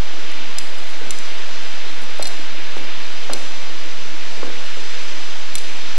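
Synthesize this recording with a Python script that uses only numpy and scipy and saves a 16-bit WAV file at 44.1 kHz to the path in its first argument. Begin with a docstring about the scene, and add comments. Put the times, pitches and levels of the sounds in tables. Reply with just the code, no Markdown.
"""A steady hiss over a hollow, gurgling wash fills a concrete drain tunnel: water runs farther down, and
reverberation smears its splashes into noise. Someone walks slowly through, carrying a small camera, and a faint
rumble swells as it swings. Something small and hard, perhaps a strap clip, ticks on the case, ringing briefly
and echoing off the walls. Grit scuffs and ticks faintly, soft footfalls set the tunnel's air ringing, and one
soft, low thud sounds like a gurgle."""
import sys
import numpy as np
from scipy import signal
from scipy.fft import rfft, irfft, next_fast_len
from scipy.io import wavfile

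SR = 44100
rng = np.random.default_rng(int(sys.argv[2]) if len(sys.argv) > 2 else 0)


def wrap_up_sound(samples):
    """Save the sound to the file named by the first command line argument, as 16-bit audio."""
    columns = np.atleast_2d(samples).T
    # keep every value between -1 and 1, then stretch to whole-number steps
    tamed = np.clip(columns, -1, 1)
    steps = np.round(tamed * 32767).astype(np.int16)
    wavfile.write(sys.argv[1], SR, steps)


N = 263714


def from_db(db):
    """Amplitude ratio: tenfold for every 20 dB."""
    return 10 ** (np.asarray(db) / 20)


def rms_one(x):
    """Normalisation to unit rms."""
    return x / np.sqrt(np.mean(x ** 2) + 1e-20)


def about_mean(points):
    """A time curve's deviation from its mean, interpolated to every sample."""
    curve = np.interp(np.arange(N) / SR, *np.transpose(points))
    return curve - curve.mean()


def at_hz(points, hz):
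    """Interpolation on a log-frequency axis."""
    frequencies, values = np.transpose(points)
    return np.interp(np.log(hz), np.log(frequencies), values)


def add(out, s, sound):
    """Superposition of a sound starting at s seconds."""
    start = round(s * SR)
    out[..., start:start + sound.shape[-1]] += sound[..., :N - start]


def drift(rate_hz):
    """Slow random modulation: low-passed noise of unit rms."""
    hop, settle = 40, 2000
    pole = np.exp(-2 * np.pi * hop * rate_hz / SR)
    noise = rng.standard_normal(N // hop + settle + 2)
    slow = signal.lfilter([1], [1, -2 * pole, pole * pole], noise)[settle:]
    return np.interp(np.arange(N) / hop, np.arange(len(slow)), rms_one(slow))


def band(x, low_hz, high_hz):
    """Band-pass filtering with slopes of 12 dB per octave."""
    edges = [low_hz, min(high_hz, SR / 2 - 1)]
    return signal.sosfilt(signal.butter(2, edges, "band", fs=SR, output="sos"), x)


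def resonate(x, hz, width_hz):
    """A damped oscillator driven by x, with unit gain at resonance."""
    r = np.exp(-np.pi * width_hz / SR)
    feedback = [1, -2 * r * np.cos(2 * np.pi * hz / SR), r * r]
    return signal.lfilter(np.array([1, 0, -1]) * (1 - r * r) / 2, feedback, x + 1e-18)


def two_ports(mid, side, hz):
    """Diffuse-field coherence: two close microphone ports agree in the bass, less in the treble."""
    # likeness of left and right: (frequency [Hz], correlation [ratio])
    coherence = [(60, 0.95), (120, 1), (300, 0.98), (800, 0.84), (2500, 0.89), (5000, 0.8), (8000, 0.28),
                 (12000, 0.062)]
    alike = np.clip(at_hz(coherence, hz), -1, 1)
    return np.sqrt(1 + alike) * mid + np.sqrt(1 - alike) * side * np.array([[1], [-1]])


def tunnel(x, build_s=0.013):
    """Reverberation: dense wall echoes build up, then decay exponentially, each band at its own rate."""
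    # the tunnel's reverberation time: (frequency [Hz], time to fall 60 dB [s])
    t60 = [(200, 0.81), (1000, 0.7), (4000, 3.2), (8000, 0.088), (13000, 0.65)]
    t, edges, response = np.arange(SR) / SR, np.geomspace(100, 14000, 11), 0
    for low, high in zip(edges, edges[1:]):
        hz = np.sqrt(low * high)
        echoes = two_ports(*band(rng.standard_normal((2, len(t))), low, high), hz)
        response = response + echoes * np.exp(-np.log(1000) * t / at_hz(t60, hz))
    response = rms_one(response * (1 - np.exp(-t / build_s))) / np.sqrt(len(t))  # unit energy
    return signal.fftconvolve(x[None], response, axes=1)[:, :N]


def arrive(x, lag_ms, lean_db):
    """Time and level differences: the left port hears later; the case shades the right one's treble."""
    size = 2 * next_fast_len(N // 2 + 1)
    hz = np.linspace(0, SR / 2, size // 2 + 1)
    delay_s = np.array([[lag_ms], [0]]) / 1000
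    phase = 2 * np.pi * np.minimum(hz, 8000) * delay_s  # stops growing at 8 kHz
    spectrum = rfft(x, size) * np.exp(-1j * phase)
    treble = irfft(spectrum * np.interp(hz, [4000, 7000], [0, 1]))[:, :N]
    lean = from_db(np.array([[.5], [-.5]]) * lean_db)
    return irfft(spectrum)[:, :N] - treble + treble * lean


def water_rush(level_db=-32.5, flicker_db=0.71, flicker_hz=9, swell_depth=1.1, fade_db_per_s=0.3,
               top_hz=10500):
    """Incoherent summation: countless far splashes merge into a hiss that falls away steeply above top_hz."""
    # spectral density of the rush: (frequency [Hz], relative level [dB])
    spectrum = [(60, -16.5), (115, -30), (170, -11), (240, -5), (450, -2), (1100, -2), (1700, -0.5),
                (2600, 1), (3700, -1.5), (5000, -5.5), (6400, -9), (8000, -20), (10000, -35),
                (12500, -29.5)]
    # contour of the water's hiss: (time [s], level [dB])
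    flow = [(0.05, -34.5), (0.33, -32.5), (0.88, -34.5), (1.36, -32.5), (1.7, -32.5), (2.06, -34),
            (2.83, -32.5), (4.03, -34.5), (5.04, -32.5), (5.5, -34), (5.93, -32.5)]
    # top treble, highest with the microphone facing down the tunnel: (time [s], level [dB])
    treble = [(0.05, -47), (0.69, -49.5), (1.08, -48), (1.54, -46.5), (1.92, -47.5), (2.7, -49),
              (3.36, -46), (3.7, -47.5), (5.13, -45), (5.44, -46.5), (5.93, -45.5)]
    hiss_db, top_db = swell_depth * about_mean(flow), swell_depth * about_mean(treble)
    wash_db = -fade_db_per_s * (np.arange(N) - N / 2) / SR  # the hollow wash fades along the way
    edges, rush = 50 * 2 ** np.arange(0, 8.2, 1 / 3), 0  # third octaves
    white = rng.standard_normal((2, 2, N))
    for k, (low, high) in enumerate(zip(edges, edges[1:])):
        hz = np.sqrt(low * high)
        wash_share, top_share = at_hz([(700, 1), (1600, 0)], hz), at_hz([(2800, 0), (6500, 1)], hz)
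        swell_db = wash_share * wash_db + top_share * top_db + (1 - wash_share - top_share) * hiss_db
        noise = two_ports(*band(white[k % 2], low, high), hz)
        rush = rush + noise * from_db(at_hz(spectrum, hz) + swell_db + flicker_db * drift(flicker_hz))
    low_pass = signal.butter(4, top_hz, fs=SR, output="sos")
    return from_db(level_db) * rms_one(signal.sosfilt(low_pass, rush))


def bubbles(low_hz, high_hz, level_db, per_s, cycles, spread_db=4, direct_db=-6):
    """Bubble resonance: each pocket of trapped air rings briefly, heard mostly off the walls."""
    strengths = from_db(spread_db * np.minimum(rng.exponential(1, N), 3)) * rng.choice([-1, 1], N)
    births = strengths * (rng.random(N) < per_s / SR)
    pitches = np.geomspace(low_hz, high_hz, 20)
    pitch_index = rng.integers(0, len(pitches), N)
    rings = sum(resonate(births * (pitch_index == k), hz, 2 * hz / cycles) / np.sqrt(hz)
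                for k, hz in enumerate(pitches))
    return from_db(level_db) * rms_one(from_db(direct_db) * rings + tunnel(rings))


def air_rumble(low_hz=30, high_hz=170, rest_db=-63, swing_db=9,
               start_s=1.52, attack_s=0.57, hold_s=1.2, release_s=3.5):
    """Amplitude modulation: faint low noise rises, holds and sinks back as the camera swings."""
    corners = start_s + np.cumsum([0, attack_s, hold_s, release_s])
    swing = np.interp(np.arange(N) / SR, corners, [0, 1, 1, 0])
    air = two_ports(*band(rng.standard_normal((2, N)), low_hz, high_hz), np.sqrt(low_hz * high_hz))
    return from_db(rest_db + swing_db * swing) * rms_one(air)


def ticks(gain_db=-4.5, strike_db=5, ring_strike_db=17, thump_db=-9, bounce_s=0.0025, bounce_db=-12,
          snap_hz=(3700, 9200), body_hz=(2100, 3500), click_hz=(3600, 10400),
          click_echo_db=-14, tick_echo_db=-17):
    """Impact excitation: sharp ticks on the case and faint ticks of grit chatter, rebound and ring."""
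    # sharp ticks on the case and faint ticks of grit; the rings and the bump are relative to the snap:
    # (time [s], level [dB], low ring [dB], high ring [dB], bump [dB], chatter decay [s])
    impacts = [(0.316, -29, -15, -8, -20, .002), (0.5846, -7.5, -23, -11, -16, 0.0019),
               (0.7837, -30, -15, -6, -20, .002), (1.1071, -8, -6, -8, -12, 0.0016),
               (1.1872, -20.5, -6, -8, -22, 0.0017), (2.0205, -24, -20, -18, -20, .0005),
               (2.0344, -29, -15, -6, -20, .001), (2.1053, -30.5, -15, -8, -20, .0006),
               (2.186, -28, -15, -2, -20, .001), (2.2255, -6.5, 7, 4.5, -3, 0.0016),
               (2.2308, -12, 16, -5, -22, .001), (2.2445, -24, -2, 0, -18, 0.0017),
               (2.2556, -8, 11, -14, -15, 0.0013), (2.27, -18, 0, -4, -15, 0.004),
               (2.277, -17, 6, 3, -18, .0015), (3.334, -4.5, 2, 1, -4, 0.0015),
               (3.388, -37, -6, 3, -20, .003), (3.428, -22, 9, -6, -18, .001),
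               (4.6615, -29, -15, -8, -20, .0006), (5.5542, -4.2, -1, 3.5, -3, 0.0015),
               (5.5819, -17.5, -1, -7, -9, .004)]
    # modes of the tapping clip, three low and four high, colouring every tick: # (frequency [Hz], bandwidth
    # [Hz], level [dB])
    clip_modes = [(4054, 95, 0.5), (4520, 610, -3.5), (5675, 180, -7.5), (8050, 140, -1), (9300, 330, -9.5),
                  (10030, 230, -10), (11800, 1600, -9)]
    near, airborne, t = np.zeros(N), np.zeros(N), np.arange(SR // 10) / SR
    impulse = 1.0 * (t == 0)
    for s, tick_db, low_db, high_db, bump_db, decay_s in impacts:
        rebound = from_db(bounce_db) * (t > bounce_s) * np.exp(-abs(t - bounce_s) / decay_s)
        contact = np.exp(-t / decay_s) + rebound
        strength = from_db(tick_db + gain_db) * np.sqrt(np.mean(contact ** 2))
        snap, bump, push = from_db(strike_db) * impulse + contact * rng.standard_normal((3, len(t)))
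        # a firm blow bumps the whole case
        clack = from_db(thump_db) * rms_one(band(bump, 24, 580)) + rms_one(band(bump, *body_hz))
        tick = rms_one(band(snap, *snap_hz)) + from_db(bump_db) * clack
        drive = push + from_db(ring_strike_db) * impulse
        for k, (hz, width_hz, mode_db) in enumerate(clip_modes):
            ring = (-1) ** k * rms_one(resonate(drive, hz, width_hz))
            # each tick has its own balance of low and high modes
            tick = tick + from_db(mode_db + (low_db if k < 3 else high_db)) * ring
        add(near, s, strength * rms_one(tick))
        add(airborne, s, strength * rms_one(band(impulse, *click_hz)))
    # a thin click and a little of the whole tick radiate into the tunnel
    echoes = tunnel(from_db(click_echo_db) * airborne + from_db(tick_echo_db) * near)
    return arrive(near + echoes, lag_ms=.037, lean_db=6)


def scuffs(gain_db=-2, grain_db=6, echo_db=-5):
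    """Friction noise: sand grains of uneven size crackle under the sole."""
    # grit dragged under a shoe: (time [s], level [dB], rise time [s])
    drags = [(0.72, -52, .07), (0.87, -48, .025), (2.033, -52, 0.0076), (2.764, -46, .012),
             (3.379, -55, .03)]
    out, t = np.zeros(N), np.arange(SR // 2) / SR
    for s, scuff_db, rise_s in drags:
        grains = rng.standard_normal(len(t))
        grains *= from_db(grain_db * np.minimum(rng.exponential(1, len(t)), 4))
        envelope = t / rise_s * np.exp(1 - t / rise_s)
        add(out, s, from_db(scuff_db + gain_db) * rms_one(band(grains, 3800, 9500)) * envelope)
    return out + from_db(echo_db) * tunnel(out)


def steps_and_thud(gain_db=-1, knock_s=0.0021, sag_s=0.0024, slap_s=0.0032,
                   sole_s=0.022, sole_pitch_ratio=0.66, sole_width_hz=190,
                   wall_s=.021, wall_db=-15, echo_db=-9, hollow_db=-9, hollow_width_hz=55):
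    """Damped impact: in a step the heel knocks and slaps, the sole thuds lower, the tunnel resonates."""
    # footfalls and, last, one soft low gurgle-like thud; slap and sole are relative to the heel:
    # (time [s], level [dB], final heel pitch [Hz], slap [dB], sole [dB], local tunnel resonance [Hz])
    thuds = [(1.015, -26, 382, -15, -16, 400), (2.194, -16, 500, -8, -23.5, 735),
             (2.765, -23.5, 334, -4, -14, 350), (3.2953, -18.5, 490, -4, -10.5, 524),
             (4.375, -30, 380, -14, -10, 420), (4.428, -18.5, 380, -8, -15, 455),
             (4.769, -27.5, 420, -12, -14, 440)]
    out, hollow, t = np.zeros(N), np.zeros(N), np.arange(SR // 4) / SR
    for s, step_db, heel_hz, slap_db, sole_db, hollow_hz in thuds:
        # rubber on concrete: a few cycles that sink in pitch as the heel flattens
        phase = 2 * np.pi * np.cumsum(heel_hz * (1 + np.exp(-t / sag_s))) / SR
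        from_peak_s = t - 2 * knock_s  # zero when the heel presses hardest
        knock = np.exp(-(from_peak_s / knock_s) ** 2 / 2) * np.sin(phase)
        noise = rng.standard_normal(len(t))
        slap = np.exp(-abs(from_peak_s) / slap_s) * rms_one(band(noise, 460, 1400))
        heel = knock + from_db(slap_db) * slap
        roll = t / sole_s * np.exp(1 - t / sole_s)
        thud = rms_one(band(resonate(noise, sole_pitch_ratio * heel_hz, sole_width_hz), 190, 2000))
        strength = from_db(step_db + gain_db)
        step = strength * (heel + from_db(sole_db) * roll * thud)
        add(out, s, step)
        add(out, s + wall_s, strength * from_db(wall_db) * heel)  # reflection from the near wall
        add(hollow, s, np.std(step) * rms_one(resonate(step, hollow_hz, hollow_width_hz)))
    return out + tunnel(from_db(echo_db) * out + from_db(hollow_db) * hollow)


def scene():
    """Superposition of the distant water and the nearby walker."""
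    trickle = bubbles(low_hz=1306, high_hz=4300, level_db=-44.5, per_s=500, cycles=17.0)
    gurgle = bubbles(low_hz=198.3, high_hz=826, level_db=-48.0, per_s=40, cycles=29)
    water = arrive(water_rush() + trickle + gurgle, lag_ms=.015, lean_db=2.5)
    return water + ticks() + steps_and_thud() + scuffs() + air_rumble()


def record(dry, ceiling=.36, cutoff_hz=12750, offset=.495):
    """Soft saturation and band limiting: the camera rounds peaks, cuts the top and adds a DC offset."""
    rounded = ceiling * np.tanh(dry / ceiling)
    low_pass = signal.ellip(10, .1, 90, cutoff_hz, fs=SR, output="sos")
    return offset + signal.sosfilt(low_pass, rounded)


dry = scene()
out = record(dry)
wrap_up_sound(out)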